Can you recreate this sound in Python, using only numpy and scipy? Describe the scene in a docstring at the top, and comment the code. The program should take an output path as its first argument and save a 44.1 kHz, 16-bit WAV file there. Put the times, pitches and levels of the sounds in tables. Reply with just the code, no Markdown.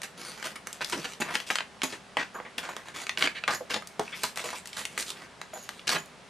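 """Sharp crackles and soft rustling: two hands turn, bend and pull open a plastic-and-foil pouch.
Single creases snap, whole patches buckle in bursts of tiny clicks, and the pouch wall pops hollowly.
Fingers slide over the film and squeak faintly. A small metal piece, like a watch strap, tinkles
as the hands jerk. It all happens close by in a small room, where equipment hums softly."""
import sys
import numpy as np
from scipy import signal
from scipy.fft import rfft, irfft
from scipy.io import wavfile
from scipy.ndimage import uniform_filter1d

SR = 44100
rng = np.random.default_rng(int(sys.argv[2]) if len(sys.argv) > 2 else 0)


def digitize_waveform(pressure):
    """Quantize a signal to 16-bit integers and store it at the path in sys.argv[1].

    Rows of a 2-D input are taken as channels; values are limited to [-1, 1].
    """
    field = np.atleast_2d(pressure).T
    bounded = np.clip(field, -1, 1)
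    quanta = np.round(bounded * 32767).astype(np.int16)
    wavfile.write(sys.argv[1], SR, quanta)


N = 277563
CLICK_SAMPLES = 2048
CLICK_HZ = np.fft.rfftfreq(CLICK_SAMPLES, 1 / SR)

# Levels in the tables are relative: the functions turn them up or down.
# one crease flips: start_s, level_db, pitch_hz, treble_fall_db_per_octave
CREASE_SNAPS = [(0.018,-30.5,1870,3.5), (0.0335,-31,2200,4), (0.4268,-29.5,1300,5.5), (.671,-27.5,1620,4),
                (0.7291,-29.5,7000,5), (0.808,-29.5,1400,10.5), (0.818,-27,2540,16), (0.846,-25,4500,8.5),
                (0.898,-28,1790,1), (1.354,-18,3170,9.5), (1.4019,-28,2350,8), (1.5024,-18.5,2410,29),
                (1.5563,-19.5,2730,12), (1.5857,-21,2170,11.5), (1.6059,-24.5,2060,15.5),
                (1.8183,-22,3040,15.5), (1.839,-23,3200,-24), (2.1693,-28,1840,31), (2.4006,-30.5,1260,20),
                (2.583,-24,3250,14), (2.653,-34.5,1590,11), (2.7656,-29,1300,5.5), (2.885,-35.5,1390,7),
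                (3.002,-36.5,2580,14), (3.0676,-28.5,2130,8), (3.094,-20,2720,12), (3.174,-21.5,2830,15),
                (3.224,-14,2630,14.5), (3.2737,-17.5,2450,17.5), (3.438,-23,2650,19),
                (3.4783,-17.5,2160,10), (3.823,-36,1200,7.5), (3.8727,-29,2040,-2.5), (3.9955,-28,3600,5),
                (4.079,-34,2450,21), (4.2351,-21.5,1250,2), (4.24,-20.5,1040,5), (4.359,-33,3000,3),
                (4.3738,-25,1770,6), (4.394,-30,2040,10), (4.489,-31.5,1840,11), (4.6572,-34.5,1830,4),
                (4.6735,-30,5000,-1), (4.7307,-36,5000,21), (4.853,-22.5,2370,3.5), (4.977,-24,2600,25),
                (4.999,-28,1900,3), (5.0262,-29.5,4060,10), (5.415,-30,1430,6.5), (5.6909,-27.5,1520,5.5),
                (5.794,-38,3000,16), (5.8781,-20.5,4350,15), (5.9615,-25,2390,29), (6.059,-42.5,9000,-3)]
# a patch buckles: start_s, level_db, length_s, pitch_hz, treble_fall_db_per_octave
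BUCKLES = [(0.031,-38.5,0.012,1900,4), (0.439,-38,0.034,1870,5), (0.556,-37.5,0.0049,1910,5),
           (0.812,-34.5,0.014,2260,9.5), (0.9232,-29.5,0.0091,2930,10.5), (0.94,-42.5,0.053,110,5.5),
           (1.043,-33.5,0.0096,2920,8), (1.2,-38,0.018,2000,3.5), (1.216,-28,0.0074,2340,11.5),
           (1.285,-43.5,0.038,1690,14), (1.339,-34,0.02,2100,7), (1.504,-27,0.0053,980,7),
           (1.833,-29,0.011,5030,9), (1.924,-40.5,0.013,2600,10), (2.169,-24.5,0.0048,1830,12.5),
           (2.182,-36,0.047,1750,11.5), (2.343,-43,0.045,1390,22.5), (2.58,-33.5,0.0076,3500,7),
           (2.627,-43.5,0.038,1350,9), (2.688,-36.5,0.0073,940,8.5), (3.208,-31.5,0.012,1730,6.5),
           (3.23,-31,0.032,2180,9), (3.477,-30,0.028,1240,9), (3.504,-36,0.051,1030,5),
           (3.605,-39.5,0.0074,530,16), (3.696,-36,0.037,2850,8), (3.735,-33.5,0.031,3400,11.5),
           (3.756,-36.5,0.013,710,16.5), (3.993,-32.5,0.0088,810,10.5), (4.233,-29.5,0.015,1150,2.5),
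           (4.363,-41,0.043,2240,5.5), (4.44,-39,0.028,490,4), (4.528,-38.5,0.018,970,7.5),
           (4.764,-38.5,0.051,1680,3), (4.976,-33.5,0.042,2700,-2), (5.531,-46,0.036,744,10),
           (5.87,-34.5,0.016,2500,5.5), (5.891,-26.5,0.013,2600,6), (5.909,-32,0.043,1810,4.5),
           (5.949,-33.5,0.024,2120,11)]
# a finger slides: start_s, length_s, level_db, brightness_db (crisp part over dull part)
FINGER_STROKES = [(0.171,0.18,-45.5,2.5), (0.37,0.15,-47.5,0), (0.66,0.14,-53,-2), (0.826,0.31,-45.5,7.5),
                  (1.239,0.091,-39.5,-8), (1.308,0.12,-45,5), (1.463,0.1,-42,11), (1.852,0.11,-48,0),
                  (2.449,0.019,-45,-38), (2.594,0.22,-48.5,-5.5), (2.856,0.045,-46.5,-2.5),
                  (2.94,0.098,-41.5,2), (3.181,0.041,-40.5,2), (4.007,0.12,-48.5,2), (4.146,0.15,-43.5,6.5),
                  (4.405,0.12,-44,4), (4.55,0.03,-38,10), (4.661,0.041,-51,24), (4.727,0.11,-46.5,13),
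                  (4.907,0.16,-49,0), (5.061,0.048,-38.5,11.5), (5.098,0.15,-49,-4), (5.518,0.3,-58,23)]
# tone of the sliding film: frequency_hz, level_db
FILM_TONE = [(100, 3.5), (200, 0.5), (450, -0.5), (1000, 5), (2200, 4.5), (3500, -4), (7000, -10.5),
             (14000, -17)]
# the whole pouch flexes: start_s, level_db
WALL_POPS = [(1.202,-35), (1.835,-35), (2.17,-43.5), (3.995,-30), (4.236,-43.5), (5.945,-37)]
# its hollow ring: pitch_hz, level_db, ring_s (time to fade by 60 dB)
POUCH_RING = [(164,1.5,0.06), (240.6,1.5,0.098), (405,4,0.046), (620,-4.5,0.15), (826,5,0.042)]
# a fingertip sticks and slips: start_s, length_s, level_db
FINGER_SQUEAKS = [(3.343,0.056,-40.5), (4.117,0.041,-41)]
# the metal piece is shaken: start_s, level_db
METAL_SHAKES = [(1.203,-39), (1.834,-37), (2.343,-50), (2.694,-49), (3.545,-40), (4.445,-41), (5.538,-42.5),
                (5.574,-47), (5.626,-47), (5.984,-43)]
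# its ring: pitch_hz, level_db, ring_s
METAL_RING = [(6806, 5, 0.04), (11100, 7, 0.007), (13200, 8, 0.01)]
# tone of the fan noise: frequency_hz, level_db
FAN_TONE = [(25, -15.5), (90, -3), (190, 7.5), (320, -3), (550, 1.5), (1400, -2), (3200, -7),
            (10000, -18.5), (15000, -49)]
# equipment hum: pitch_hz, level_db
HUM_TONES = [(67, -74), (398, -67)]
# how long the room echoes: frequency_hz, ring_s
ROOM_FADE = [(150, 0.27), (500, 0.15), (1500, 0.21), (4000, 0.19), (12000, 0.24)]
# low notes that ring between the walls: pitch_hz, level_db, ring_s
ROOM_NOTES = [(167.7, -7, 0.22), (241, -3, 0.37)]
# tone of the microphones: frequency_hz, level_db
MIC_TONE = [(20, -19), (60, -25), (150, -1), (320, 7), (900, 3.5), (9000, 2), (13000, -4.5), (16000, -36)]
# stereo balance: frequency_hz, left_minus_right_db
MIC_BALANCE = [(80, -4.5), (900, -2.5), (2500, 3.5), (7000, -1.6)]


def crease_snaps(trim_db=0, shiver_s=0.0027, shiver_gain=0.86, build_s=0.00028):
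    """Each crease gives a sharp click, then the sheet around it shivers for a few milliseconds."""
    out, t = np.zeros((2, N)), np.arange(CLICK_SAMPLES) / SR
    for start, db, hz, fall_db in CREASE_SNAPS:
        shiver = rng.standard_normal(len(t)) * np.exp(-t / shiver_s) * (1 - np.exp(-t / build_s))
        tone = patch_tone(hz, rise_db=6.5, fall_db=fall_db) + fold_tone(depth_db=2.5)
        click = make_click(tone, travel_s=0.000597)
        snap = click + shiver_gain * signal.fftconvolve(click, unit_energy(shiver))[:len(t)]
        add(out, start, pan(gain(db + trim_db) * np.sqrt(0.0011 * SR) * unit_energy(snap)))
    return out


def buckling_patches(trim_db=0.5, attack_share=0.025, release_s=0.013, lurch_db=3, puff_db=-10, folds=4):
    """A patch gives way in lurches, setting off clicks in nearby folds and pushing a puff of air."""
    out, t = np.zeros((2, N)), np.arange(SR // 6) / SR
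    for start, db, length, hz, fall_db in BUCKLES:
        rise_db = 8.5 * (hz / 1000) ** -1.18  # low patches lose their bass more steeply
        force = 1 - np.exp(-t / (attack_share * length))
        force *= np.exp(-0.4 * t / length - np.maximum(t - length, 0) / release_s)
        # the film catches and lets go every few milliseconds
        force *= gain(lurch_db * unit_rms(uniform_filter1d(rng.standard_normal(len(t)), size=160)))
        bursts = []
        for _ in range(folds):
            ticks = force * random_ticks(len(t), per_s=750, spread_db=2.5, rub=0.54)
            travel_s = 0.000832 * rng.random()
            tone = patch_tone(hz, rise_db, fall_db) + fold_tone(depth_db=5)
            bursts.append(signal.fftconvolve(ticks, make_click(tone, travel_s)))
        level = gain(db + trim_db) * np.sqrt(length * SR)
        for burst in bursts:
            add(out, start, pan(level / np.sqrt(folds) * unit_energy(burst)))
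        puff = keep_band(force * rng.standard_normal(len(t)), "low", edge_hz=80, order=2)
        add(out, start, pan(level * gain(puff_db) * unit_energy(puff)))
    return out


def sliding_film(trim_db=-2, grip_db=3, life_s=0.12, overlap=6, split_hz=3500):
    """Small folds come and go in a fine crackle; taut film sounds brighter than slack film."""
    crackle, life = np.zeros((2, N)), round(life_s * SR)
    for start in np.arange(0, N, life / overlap):
        grip = gain(grip_db * rng.standard_normal()) * np.hanning(life)
        slips = grip * random_ticks(life, per_s=170, spread_db=4, rub=0.82)
        click = make_click(curve(FILM_TONE, CLICK_HZ) + fold_tone(depth_db=4.5))
        add(crackle, start / SR, pan(signal.fftconvolve(slips, click)))
    dull = unit_rms(keep_band(crackle, "low", split_hz, order=3))
    crisp = unit_rms(keep_band(crackle, "high", split_hz, order=3))
    dull_gain, crisp_gain = finger_strokes()
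    return gain(trim_db) * (dull_gain * dull + crisp_gain * crisp)


def finger_strokes(swell_share=0.078, release_s=0.014):
    """Volume of the dull and the crisp rustle over time: each stroke swells, holds and dies away."""
    def split_power(db, bright_db):
        ratio = gain(bright_db) ** 2
        return gain(db) ** 2 * np.array([[1], [ratio]]) / (1 + ratio)

    power = split_power(db=-64.5, bright_db=-27) * np.ones(N)  # the pouch is just being held
    t = np.arange(SR // 2) / SR
    for start, length, db, bright_db in FINGER_STROKES:
        swell = np.minimum(t / (swell_share * length), 1)
        fade = np.exp(-2 * np.maximum(t - length, 0) / release_s)
        add(power, start, split_power(db, bright_db) * swell * fade)
    return np.sqrt(power)


def wall_pops(trim_db=-3, give_s=0.013, flutter=0.99):
    """The pouch wall gives way, flutters for an instant and rings, a little differently in each grip."""
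    out, t = np.zeros((2, N)), np.arange(SR // 5) / SR
    for start, db in WALL_POPS:
        push = flutter * rng.standard_normal(len(t)) * np.exp(-t / give_s) / np.sqrt(give_s * SR / 2)
        push[0] = 1
        ring = ringing(POUCH_RING, t, detune=0.045)
        pop = unit_energy(signal.fftconvolve(push, ring)) * np.linalg.norm(ring)
        add(out, start, pan(gain(db + trim_db) * pop))
    return out


def finger_squeaks(trim_db=-2):
    """Quick slips of a fingertip swell and fade, making the taut film ring."""
    out = np.zeros((2, N))
    for start, length, db in FINGER_SQUEAKS:
        t = np.arange(0, length, 1 / SR)
        slips = np.sin(np.pi * t / length) * random_ticks(len(t), per_s=900, spread_db=2, rub=0.93)
        tone = patch_tone(hz=2550, rise_db=9, fall_db=16.5) + fold_tone(depth_db=4)
        squeak = signal.fftconvolve(slips, make_click(tone))
        add(out, start, pan(gain(db + trim_db) * np.sqrt(len(t)) * unit_energy(squeak)))
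    return out


def metal_tinkles(rattle_s=0.02, hits_per_s=150, links=5):
    """The metal piece is jerked and its links chatter, each at a slightly different pitch."""
    out, t = np.zeros((2, N)), np.arange(SR // 8) / SR
    for start, db in METAL_SHAKES:
        for link in range(links):
            hits = rng.standard_normal(len(t)) * chance(len(t), hits_per_s) * np.exp(-t / rattle_s)
            hits[0] = link == 0  # only the first link takes the opening knock
            ring = ringing(METAL_RING, t, detune=0.0193)
            add(out, start, pan(gain(db) * signal.fftconvolve(hits, ring) / np.sqrt(links)))
    return out


def fan_and_hum(fan_db=-51.5, width=0.38, waver_rad=0.18):
    """Equipment in the background: soft fan noise and two wavering tones."""
    t, hum = np.arange(N) / SR, np.zeros(N)
    tone = gain(curve(FAN_TONE, np.fft.rfftfreq(N, 1 / SR)))
    middle, side = irfft(rfft(rng.standard_normal((2, N))) * tone, N)
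    for hz, db in HUM_TONES:
        drift = unit_rms(uniform_filter1d(uniform_filter1d(rng.standard_normal(N), 5000), 2000))
        hum += gain(db) * unit_rms(np.sin(2 * np.pi * hz * t + waver_rad * drift))
    return gain(fan_db) * unit_rms(stereo(middle, width * side)) + hum


def room_echo(sound, echo_db=-2.5, width=0.44, build_s=0.0022):
    """Sound bounces off desk, body and walls, and sets the room's low notes ringing."""
    t = np.arange(SR // 2) / SR
    bounces = rng.choice([-1, 1], (2, len(t))) * chance((2, len(t)), per_s=4000)
    middle, side = bounces * (1 - np.exp(-(t / build_s) ** 2))
    band_hz, age, bands = signal.stft(stereo(middle, width * side), SR, nperseg=256)
    fade = gain(-60 * age / curve(ROOM_FADE, band_hz)[:, None])
    tail = signal.istft(bands * fade, SR, nperseg=256)[1][:, :len(t)]
    echo = gain(echo_db) * tail / np.linalg.norm(tail[0])
    for hz, db, ring_s in ROOM_NOTES:
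        scale = 2 * np.log(1000) / (ring_s * SR)  # so ringing longer does not boost the note
        echo += scale * gain(db - 60 * t / ring_s) * np.cos(2 * np.pi * hz * t)
    return sound + signal.fftconvolve(sound, echo, axes=1)[:, :N]


def moving_echoes(sound, cycles_per_s=0.908, patterns=3):
    """The pouch keeps moving, so its sound fades from one pattern of echoes to the next."""
    angle = cycles_per_s * np.pi * np.arange(N) / SR
    shares = [np.cos(angle + np.pi * k / patterns) ** 2 * 2 / patterns for k in range(patterns)]
    return sum(room_echo(sound * share) for share in shares)


def microphones(sound, bend_db=-16, delay_s=0.0002):
    """Sound bends round the casing, reaches two microphones unevenly and takes on their tone."""
    bent = gain(bend_db) * np.roll(sound.mean(0), round(delay_s * SR))
    balance_db = curve(MIC_BALANCE, np.fft.rfftfreq(N, 1 / SR))
    pair = irfft(rfft(sound + stereo(0, bent)) * gain(stereo(0, balance_db / 2)), N)
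    tone = curve(MIC_TONE, CLICK_HZ)
    level = np.sqrt(np.mean(gain(tone) ** 2))
    return level * signal.oaconvolve(pair, make_click(tone)[None], axes=1)[:, :N]


def make_click(tone_db, travel_s=0):
    """A click with this tone. Treble crosses the film fastest; travel_s is the time 1 kHz takes."""
    log_gain = np.log(gain(np.maximum(tone_db - tone_db.max(), -90)))
    mirrored = np.concatenate([log_gain, log_gain[-2:0:-1]])
    spectrum = np.exp(np.conj(signal.hilbert(mirrored)))[:len(CLICK_HZ)]  # packs the energy at the start
    lag_rad = 4 * np.pi * travel_s * np.sqrt(1000 * CLICK_HZ)
    return unit_energy(irfft(spectrum * np.exp(-1j * lag_rad)))


def patch_tone(hz, rise_db, fall_db):
    """A piece of film is loudest at its own pitch; the slopes either side are in dB per octave."""
    octaves = np.log2((CLICK_HZ + 20) / hz)
    return rise_db * np.minimum(octaves, 0) - fall_db * np.maximum(octaves, 0)


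def fold_tone(depth_db, points=36):
    """Each fold favours some pitches by chance: random peaks and dips, in dB."""
    bumps = np.c_[np.geomspace(120, 16000, points), rng.standard_normal(points)]
    return depth_db * curve(bumps, CLICK_HZ)


def random_ticks(size, per_s, spread_db, rub):
    """Ticks of uneven strength over a smooth rubbing hiss."""
    strength = gain(spread_db * np.minimum(rng.exponential(1, size), 3.5))
    ticks = strength * rng.choice([-1, 1], size) * chance(size, per_s)
    return unit_rms(unit_rms(ticks) + rub * rng.standard_normal(size))


def ringing(notes, t, detune):
    """The fading notes of a struck object, each slightly out of tune by chance."""
    return sum(gain(db - 60 * t / ring_s) * np.sin(2 * np.pi * hz * rng.normal(1, detune) * t)
               for hz, db, ring_s in notes)


def chance(size, per_s):
    """Picks random samples, about per_s each second."""
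    return rng.random(size) < per_s / SR


def pan(sound, spread=0.13):
    """Puts a sound somewhere between the two hands."""
    return stereo(sound, spread * rng.standard_normal() * sound)


def stereo(middle, side):
    """Adds side on the left and takes it away on the right."""
    return np.array([middle + side, middle - side])


def add(mix, start_s, sound):
    """Mixes a sound in at start_s."""
    part = mix[..., round(start_s * SR):][..., :sound.shape[-1]]
    part += sound[..., :part.shape[-1]]


def keep_band(sound, kind, edge_hz, order):
    """Keeps the "low" or the "high" side of edge_hz."""
    return signal.sosfilt(signal.butter(order, edge_hz, kind, fs=SR, output="sos"), sound)


def curve(table, hz):
    """Reads between a table's rows, on a scale of octaves."""
    row_hz, values = np.transpose(table)
    return np.interp(np.log(hz + 1), np.log(row_hz + 1), values)


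def gain(db):
    """Turns decibels into a multiplier."""
    return 10 ** (np.asarray(db) / 20)


def unit_rms(sound):
    """Scales the average power to 1."""
    return sound / np.sqrt(np.mean(sound ** 2) + 1e-20)


def unit_energy(sound):
    """Scales the total energy to 1."""
    return sound / np.linalg.norm(sound)


def scene():
    """The pouch and the metal piece in the room, over the fan and hum."""
    pouch = crease_snaps() + buckling_patches() + wall_pops() + finger_squeaks() + sliding_film()
    return microphones(moving_echoes(pouch + metal_tinkles())) + fan_and_hum()


def record(dry):
    """Cuts the highest treble, above 16300 Hz."""
    treble_cut = signal.firwin(255, 16300, window=("kaiser", 9), fs=SR)
    return signal.oaconvolve(dry, treble_cut[None], "same")


dry = scene()
out = record(dry)
digitize_waveform(out)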